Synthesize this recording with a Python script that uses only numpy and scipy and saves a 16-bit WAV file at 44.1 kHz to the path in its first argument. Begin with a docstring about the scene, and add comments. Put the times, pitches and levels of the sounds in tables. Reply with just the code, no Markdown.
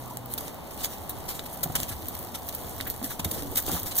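"""Donkeys on gravel

Two donkeys jostle and walk on damp, fine gravel beside a wooden fence. Hooves scuff the grit, snap
single pebbles, knock, rasp and thud on the packed earth; loose grit rustles between steps. Behind them
sit a steady distant rush and a light wind, with a faint hum and one squeak at the start.
Two closely spaced microphones give the stereo image."""
import sys
import numpy as np
from scipy import signal
from scipy.fft import rfft, irfft, next_fast_len
from scipy.io import wavfile
from scipy.ndimage import map_coordinates

SR = 44100
rng = np.random.default_rng(int(sys.argv[2]) if len(sys.argv) > 2 else 0)


def wav_record(signal):
    """Record a signal, one row per channel, as 16-bit PCM in the file named by sys.argv[1]."""
    frames = np.transpose(np.atleast_2d(signal))
    bounded = np.clip(frames, -1, 1)
    # unit amplitude maps onto the largest positive 16-bit level
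    quanta = np.round(bounded * 32767).astype(np.int16)
    wavfile.write(sys.argv[1], SR, quanta)


N = 176400
TOP_HZ = 15600  # ceiling of the grains and of the final mix


def amp(db):
    """Decibels to gain."""
    return 10 ** (np.asarray(db) / 20)


def unit(x):
    """Scale to rms 1."""
    return x / np.sqrt(np.mean(x ** 2) + 1e-20)


def along(points, hz):
    """Read (f, value) breakpoints on a log frequency axis."""
    f, v = np.transpose(points)
    return np.interp(np.log(hz + 1), np.log(f + 1), v)


def curve(rows):
    """Draw (t, value) breakpoints as one value per sample."""
    return np.interp(np.arange(N) / SR, *np.transpose(rows))


def wobble(rate):
    """Smooth random modulation, rate knots a second."""
    return map_coordinates(rng.standard_normal(2048), [np.arange(N) * rate / SR], mode="wrap")


def filtered(x, response):
    """EQ x with a gain given as a function of frequency."""
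    n = x.shape[-1]
    m = next_fast_len(n + 2048)
    return irfft(rfft(x, m) * response(np.fft.rfftfreq(m, 1 / SR)), m)[..., :n]


def resonate(x, pitch, width):
    """One broad band-pass; width is a share of the pitch."""
    return filtered(x, lambda hz: 1 / (1 + ((hz / pitch - pitch / (hz + 1)) / width) ** 2))


def noise(eq):
    """Two unrelated channels of noise through an EQ curve, at rms 1."""
    return unit(filtered(rng.standard_normal((2, N)), lambda hz: amp(along(eq, hz))))


def add(out, s, x):
    """Mix x into out from time s."""
    i = int(np.clip(round(s * SR), 0, N - 1))
    out[..., i:i + x.shape[-1]] += x[..., :N - i]


# Tone of the far-off bed: f/Hz, relative level/dB
RUSH_EQ = [(10, -15), (20, -21), (45, 2), (75, 2.5), (130, 0), (270, 0.5), (400, -3.5), (780, 0.5),
           (1100, -6), (1600, -17), (2600, -16.5), (6000, -25), (11000, -23.5), (14500, -21.5)]

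def distant_rush(db=-41):
    """A steady, dark bed of noise whose level barely wavers."""
    return noise(RUSH_EQ) * amp(db + 0.75 * wobble(5))


# Tone of the wind rumble: f/Hz, relative level/dB
WIND_EQ = [(20, -2), (50, -6), (75, 6), (170, -6.5), (330, -5.5), (600, -29), (1500, -72), (6000, -83)]
# Fader ride of the gusts: t/s, relative level/dB
WIND_RIDE = [(0, -53), (.6, -58), (1.15, -50.5), (1.32, -49), (1.5, -55), (1.7, -45.5), (1.97, -46),
             (2.2, -53), (3.15, -46.5), (3.4, -42), (3.55, -43), (3.75, -40.5), (4, -51.5)]

def wind(trim_db=1.5):
    """Light wind buffets the microphones with a fluttering rumble."""
    return noise(WIND_EQ) * amp(curve(WIND_RIDE) + trim_db + 2.6 * wobble(25.2))


def hum(hz=123.7, db=-45.5, octave_db=-7, end_s=0.46, fade_s=0.21):
    """A faint low tone and its octave waver and die away."""
    phase = 2 * np.pi * np.cumsum(hz * (1 + 0.013 * wobble(11))) / SR
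    fade = np.clip((end_s - np.arange(N) / SR) / fade_s, 0, 1)
    tone = amp(db) * (np.sin(phase) + amp(octave_db) * np.sin(2 * phase)) * fade
    return np.array([np.sqrt(2) * tone, np.zeros(N)])


def grains(ring_s, count, spread_db=0.5):
    """Two unrelated streams of tiny stone contacts, each a brief ping at its own pitch."""
    t = np.arange(80) / SR
    streams = []
    for _ in range(2):
        when, pitch, softness = rng.random((count, 3)).T
        gain = amp(spread_db * np.log(1 - .98 * softness))
        pings = gain[:, None] * np.sin(2 * np.pi * TOP_HZ * pitch[:, None] * t) * np.exp(-t / ring_s)
        at = (when * N).astype(int)[:, None] + np.arange(len(t))
        streams.append(np.bincount(at.ravel() % N, pings.ravel(), N))
    return unit(np.array(streams))


# Tone of crushed grit: f/Hz, relative level/dB
GRIT_EQ = [(150, -14.5), (500, -7.5), (1500, -10.5), (2600, -6), (3700, -4.5), (5200, -7.5), (8000, -5),
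           (11500, -5), (13700, 0.5), (15300, -3)]

def grit_colour(hz, tilt_db):
    """Gain of the grit EQ, tilted by tilt_db per 10 kHz toward finer or coarser stones."""
    return amp(along(GRIT_EQ, hz) + tilt_db * np.minimum(hz, TOP_HZ) / 10000)


LOOSE_TILT_DB = 3.5
# Fader ride of loose grit underfoot, for rustle and crackle: t/s, relative level/dB
LOOSE_GRIT_RIDE = [(0, -50), (.12, -50), (.22, -59), (.45, -52), (.62, -59.5), (.72, -47.5), (1.02, -50),
                   (1.2, -50.5), (1.6, -48.5), (1.72, -47.5), (2.02, -46.5), (2.15, -45), (2.28, -50.5),
                   (2.66, -44), (2.78, -45.5), (3.0, -47), (3.18, -56.5), (3.3, -42), (3.5, -45),
                   (3.66, -40.5), (4, -46)]

def rustle(trim_db=1):
    """Loose grit shifts in small clumps between the steps."""
    stream = filtered(grains(ring_s=0.001, count=17000), lambda hz: grit_colour(hz, LOOSE_TILT_DB))
    clumps = amp(0.5 * wobble(33.45) + 1.36 * wobble(220))
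    return amp(curve(LOOSE_GRIT_RIDE) + trim_db) * unit(stream * clumps)


def crackle(count=420, trim_db=-2, spread_db=3.8, low_hz=3000, high_hz=15000, ring_s=0.0005):
    """Coarser stones click one by one in the disturbed grit, each with three resonances."""
    out, t = np.zeros((2, N)), np.arange(SR // 200) / SR
    for when, size, *pitches in rng.random((count, 8)):
        hz = low_hz + (high_hz - low_hz) * np.reshape(pitches, (2, 3, 1))
        modes = grit_colour(hz, LOOSE_TILT_DB) * np.sin(2 * np.pi * hz * t)
        click = modes.sum(axis=1) * np.exp(-t / ring_s)
        add(out, when * N / SR, amp(-spread_db * np.log(1 - .93 * size)) * click)
    return amp(curve(LOOSE_GRIT_RIDE) + trim_db) * unit(out)


def squeak(peak_s=0.1, length_s=0.05, pitch_hz=1062, sag_hz_per_s=1210, db=-44, rough=0.072):
    """A faint, rough, fluttering tone that slides down."""
    t = np.arange(N) / SR - peak_s
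    hz = (pitch_hz - sag_hz_per_s * t) * (1 + rough * wobble(410))
    envelope = amp(db) * np.exp(-(t / length_s) ** 2) * wobble(160)
    tone = envelope * np.sin(2 * np.pi * np.cumsum(hz) / SR)
    return np.array([np.sqrt(2) * tone, np.zeros(N)])


def crunch(stream, s, rise, fall, db, tilt_db, settle_db, colour_db, settle_s=0.02, colour_hz=446.5):
    """Grains swell as the hoof bears down, fall off and trickle on; gives start time and sound."""
    lead = 2 * rise + .002
    t = np.arange(int((lead + 2 * fall + 4 * settle_s) * SR)) / SR - lead
    swell = np.exp(-(t / np.where(t < 0, rise, fall)) ** 2)
    trickle = (t > 0) * amp(settle_db) * np.exp(-abs(t) / settle_s)
    envelope = np.maximum(swell, trickle)
    stones = rng.standard_normal(128)  # every patch of stones rings a little differently
    ripple = lambda hz: amp(colour_db * map_coordinates(stones, [hz / colour_hz], mode="wrap"))
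    patch = stream.take(int((s - lead) * SR) + np.arange(len(t)), axis=1, mode="wrap")
    burst = filtered(envelope * patch, lambda hz: grit_colour(hz, tilt_db) * ripple(hz))
    return s - lead, amp(db) * unit(burst) * np.sqrt(np.mean(envelope ** 2))


# Pebble snap cues: t/s, level/dB, brightness/(dB per 10 kHz)
PEBBLE_SNAPS = [(0.1715, -25, 4), (0.2595, -31, 12), (0.3382, -17.5, 18), (.409, -29, 14),
                (1.6322, -17.5, 10), (2.0852, -24, 12), (2.489, -25, 7), (2.9007, -20, 16),
                (3.2465, -20, 8), (3.3127, -21, 14), (3.559, -21, 8), (3.7168, -18.5, 15), (3.832, -23, 11),
                (.4805, -32, -5), (0.5445, -36, 6), (0.847, -22, 2), (1.095, -27, 9), (1.2905, -27, 3),
                (1.3935, -27, -9), (1.754, -19, 2), (1.802, -24, 6), (1.8325, -23, 3), (2.152, -28, 6),
                (2.1905, -30, 10), (2.249, -31, 7), (2.493, -25, 7), (2.5257, -32.5, -3), (2.55, -27, 12),
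                (2.8103, -24.5, -6), (3.0285, -31, 5), (3.044, -24, 5), (3.423, -29, -1), (3.6018, -24, 14),
                (3.665, -28, 6), (3.7995, -25, 12), (3.955, -24, 9)]

def snaps(stream, rise_s=0.0005, fall_s=0.0018):
    """A pebble snaps under a hoof: a tight transient with almost no tail."""
    out = np.zeros((2, N))
    for s, db, tilt_db in PEBBLE_SNAPS:
        add(out, *crunch(stream, s, rise_s, fall_s, db, tilt_db, settle_db=-38, colour_db=2.4))
    return out


# Hoof scuff cues: peak t/s, rise/s, fall/s, level/dB, brightness/(dB per 10 kHz)
HOOF_SCUFFS = [(0.332, 0.034, 0.013, -37.5, 5), (.380, 0.0022, 0.01, -27.5, 5),
               (.400, .01, 0.054, -44.5, 1), (0.48, 0.036, 0.019, -43, -2),
               (0.813, 0.027, 0.014, -37.5, -2), (.845, 0.015, 0.018, -27.5, -0.5),
               (.93, 0.036, 0.03, -41, -2), (1.097, 0.0027, 0.017, -32, 6), (1.292, 0.009, 0.037, -31.5, 0),
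               (1.353, 0.0074, 0.034, -39.5, -1), (1.396, .002, 0.0081, -40.5, -11),
               (1.463, 0.0075, 0.0056, -35.5, 2.5), (1.54, 0.023, 0.017, -38.5, 9),
               (1.637, 0.0043, 0.0074, -21, 5), (1.758, 0.0042, 0.011, -22, 2),
               (1.799, 0.025, 0.047, -35, 2), (1.835, 0.0041, 0.0094, -43.5, -5),
               (1.897, 0.013, 0.0091, -31.5, 3), (1.925, 0.016, 0.015, -37.5, 0.5),
               (2.086, 0.0033, .012, -34, 23), (2.15, 0.015, 0.011, -44, -4),
               (2.193, 0.0041, 0.054, -39.5, 15), (2.352, 0.0071, .012, -31, -4),
               (2.489, 0.037, 0.017, -40, 9), (2.55, 0.0033, 0.007, -30, 10.5),
               (2.813, 0.023, 0.017, -43, -11), (2.875, .005, 0.014, -29.5, 19),
               (2.904, 0.0058, 0.017, -34.5, 4.5), (3.046, 0.014, 0.033, -32.5, 3.5),
               (3.108, 0.016, 0.042, -35, 1.5), (3.198, 0.0048, 0.0082, -28, -3),
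               (3.249, 0.0039, 0.0073, -25.5, -1.5), (3.314, 0.0027, 0.0063, -24, 10),
               (3.349, .018, 0.0079, -34, 2), (3.389, 0.024, 0.023, -38.5, -3),
               (3.559, 0.0042, 0.0052, -27, 5), (3.575, 0.007, 0.019, -20, 4),
               (3.688, 0.022, 0.0097, -30, 1.5), (3.735, 0.026, 0.055, -29.5, 3.5),
               (3.864, 0.0067, 0.035, -32, 1.5), (3.916, 0.005, 0.016, -34, -2.5),
               (3.968, 0.0095, 0.0061, -25.5, 6.5), (3.986, 0.0081, 0.011, -18, 10)]

def scuffs(stream):
    """A hoof scrapes through the gravel: a crunch with a soft tail of settling grit."""
    out = np.zeros((2, N))
    for cue in HOOF_SCUFFS:
        add(out, *crunch(stream, *cue, settle_db=-17, colour_db=2.1))
    return out


# Dull low hits: hooves landing on earth, except the longer, higher rows near 3.36 and 3.42 s, which are the
# donkeys' coats brushing together: t/s, level/dB, decay/s, starting f/Hz, clean bounce share/0-1
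LOW_THUDS = [(1.609, -33, 0.011, 145, .9), (1.654, -29.5, 0.013, 180, .8),
             (1.698, -22.5, 0.0075, 133, 0.74), (1.741, -33, 0.017, 148, 0.54),
             (1.781, -28, 0.01, 165, .85), (1.824, -29, 0.0099, 141, 0.52), (1.894, -35, 0.025, 138, 0.73),
             (1.917, -35, 0.089, 89.7, 0.85), (3.013, -33, 0.014, 249, 0.31),
             (3.038, -28.5, 0.009, 300, 0.83), (3.194, -28.5, 0.01, 202, 0.75),
             (3.246, -27, 0.01, 273, 0.35), (3.255, -25, 0.015, 110, 0.74), (3.317, -30, 0.011, 261, 0.21),
             (3.361, -33, 0.022, 390, 0.35), (3.417, -36, 0.078, 346, 0.82), (3.521, -31, 0.013, 420, .4),
             (3.677, -33.5, 0.029, 350, .5), (3.714, -24.5, 0.03, 213, 0.67),
             (3.737, -28, 0.018, 91, 0.98)]

def thuds(attack_s=0.0024, sag=0.207, sag_s=0.014):
    """The earth takes each hoof with a dull puff and a low bounce that sags as the hoof sinks in; the same dull
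    body also gives two soft brushes of the donkeys' coats."""
    out, t = np.zeros((2, N)), np.arange(SR // 4) / SR
    for s, db, decay, pitch, clean in LOW_THUDS:
        envelope = (1 - np.exp(-t / attack_s)) * np.exp(-(t / decay) ** 1.18)
        puff = resonate(rng.standard_normal((2, len(t))), pitch, width=0.81) * envelope
        sagging_hz = pitch * (1 - sag * (1 - np.exp(-t / sag_s)))
        bounce = -np.sin(2 * np.pi * np.cumsum(sagging_hz) / SR) * envelope
        centre = clean * unit(bounce) + np.sqrt(1 - clean ** 2) * unit(puff[0])
        body = np.array([centre, 0.3 * unit(puff[1])])
        add(out, s, amp(db) * body * np.sqrt(np.mean(envelope ** 2)))
    return out


# Hard hits of hoof on stone or hoof: t/s, level/dB, f/Hz, t60/s
HOOF_KNOCKS = [(1.661, -27, 750, 0.041), (1.701, -25.5, 750, 0.038), (1.754, -32, 1080, 0.031),
               (2.803, -18.5, 2070, 0.0083), (3.016, -20.5, 754, 0.0066), (3.196, -21.5, 950, 0.014),
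               (3.247, -32, 810, 0.019), (3.682, -19, 595, 0.01), (3.694, -21, 810, 0.033),
               (3.751, -19.5, 690, 0.012)]
# Partials of hoof horn: pitch/ratio, relative level/dB, t60/ratio
HORN_MODES = [(1, -3.5, 1), (1.3, -9, 0.45), (1.85, -23, 0.3)]

def knocks():
    """Hoof horn rings briefly on a hard contact."""
    out, t = np.zeros((2, N)), np.arange(SR // 20) / SR
    for s, db, pitch, t60 in HOOF_KNOCKS:
        for ratio, mode_db, ring_share in HORN_MODES:
            gain = amp(db + mode_db + rng.normal(size=(2, 1)))
            decay = np.exp(-np.log(1000) * t / (t60 * ring_share))
            add(out, s, gain * decay * np.sin(2 * np.pi * pitch * ratio * t))
    return out


# Drags of the hoof wall: peak t/s, half-length/s, level/dB, f/Hz
HOOF_RASPS = [(1.758, 0.011, -37.5, 1370), (1.921, 0.013, -43.5, 1510), (2.876, 0.017, -40, 1740),
              (3.113, 0.0089, -37, 1550), (3.591, 0.0077, -39, 1510), (3.701, 0.01, -37.5, 820),
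              (3.769, 0.011, -37.5, 1110)]

def rasps():
    """Grains dragged under a hoof excite its broad resonance."""
    out, t = np.zeros((2, N)), np.arange(SR // 6) / SR - 1 / 12
    for s, half_length, db, pitch in HOOF_RASPS:
        ticks = rng.standard_normal((2, len(t))) ** 3  # cubing makes the noise spiky
        body = unit(resonate(ticks, pitch, width=0.88))
        add(out, s + t[0], amp(db) * body * np.exp(-(t / half_length) ** 2))
    return out


def yard(x, wet_db=-12, t60_s=0.12, build_s=0.0042):
    """The fence and ground answer with a short, weak reverb tail."""
    t = np.arange(SR // 4) / SR
    tail = rng.standard_normal((2, len(t))) * np.exp(-np.log(1000) * t / t60_s)
    tail *= np.minimum(t / build_s, 1)
    return x + amp(wet_db) * signal.fftconvolve(x, tail / np.linalg.norm(tail[0]), axes=1)[:, :N]


# How alike left and right are: f/Hz, likeness/0-1
STEREO_LIKENESS = [(40, .02), (100, 0.35), (700, 0.54), (1400, 0.9), (2600, 1), (5200, 0.83), (7000, 0.6),
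                   (9500, 0.64), (14000, 0.69)]
# Sound that reaches the right microphone first: f/Hz, share/0-1
RIGHT_FIRST = [(7000, 0.12), (11000, .95)]

def microphones(pair, comb_hz=2556, notch_sharpness=0.24):
    """A close pair: two signals become left and right, in and out of step with rising frequency."""
    main, diffuse = rfft(pair)
    hz = np.fft.rfftfreq(N, 1 / SR)
    phase = np.maximum(2 * np.pi * hz / comb_hz - np.pi, 0)
    phase -= notch_sharpness * np.sin(phase) * np.exp(-hz / 8000)
    alike = along(STEREO_LIKENESS, hz)
    in_step = alike * np.cos(phase)
    lead = along(RIGHT_FIRST, hz) * alike * np.sin(phase) / np.sqrt(1 - in_step ** 2)
    mid = np.sqrt((1 + in_step) / 2) * main
    side = np.sqrt((1 - in_step) / 2) * (1j * lead * main + np.sqrt(1 - lead ** 2) * diffuse)
    return irfft(np.array([mid - side, mid + side]), N)


def scene():
    """Hoof foley in the yard reverb, over a bed of rush, wind and hum."""
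    bed = distant_rush() + wind() + hum()
    grit = grains(ring_s=0.00018, count=20000) * amp(0.59 * wobble(350))
    foley = rustle() + crackle() + squeak() + snaps(grit) + scuffs(grit) + thuds() + knocks() + rasps()
    return microphones(yard(foley) + bed)


def record(dry):
    """A brick-wall low-pass on the whole mix."""
    return filtered(dry, lambda hz: 1 / np.sqrt(1 + (hz / TOP_HZ) ** 160))


dry = scene()
out = record(dry)
wav_record(out)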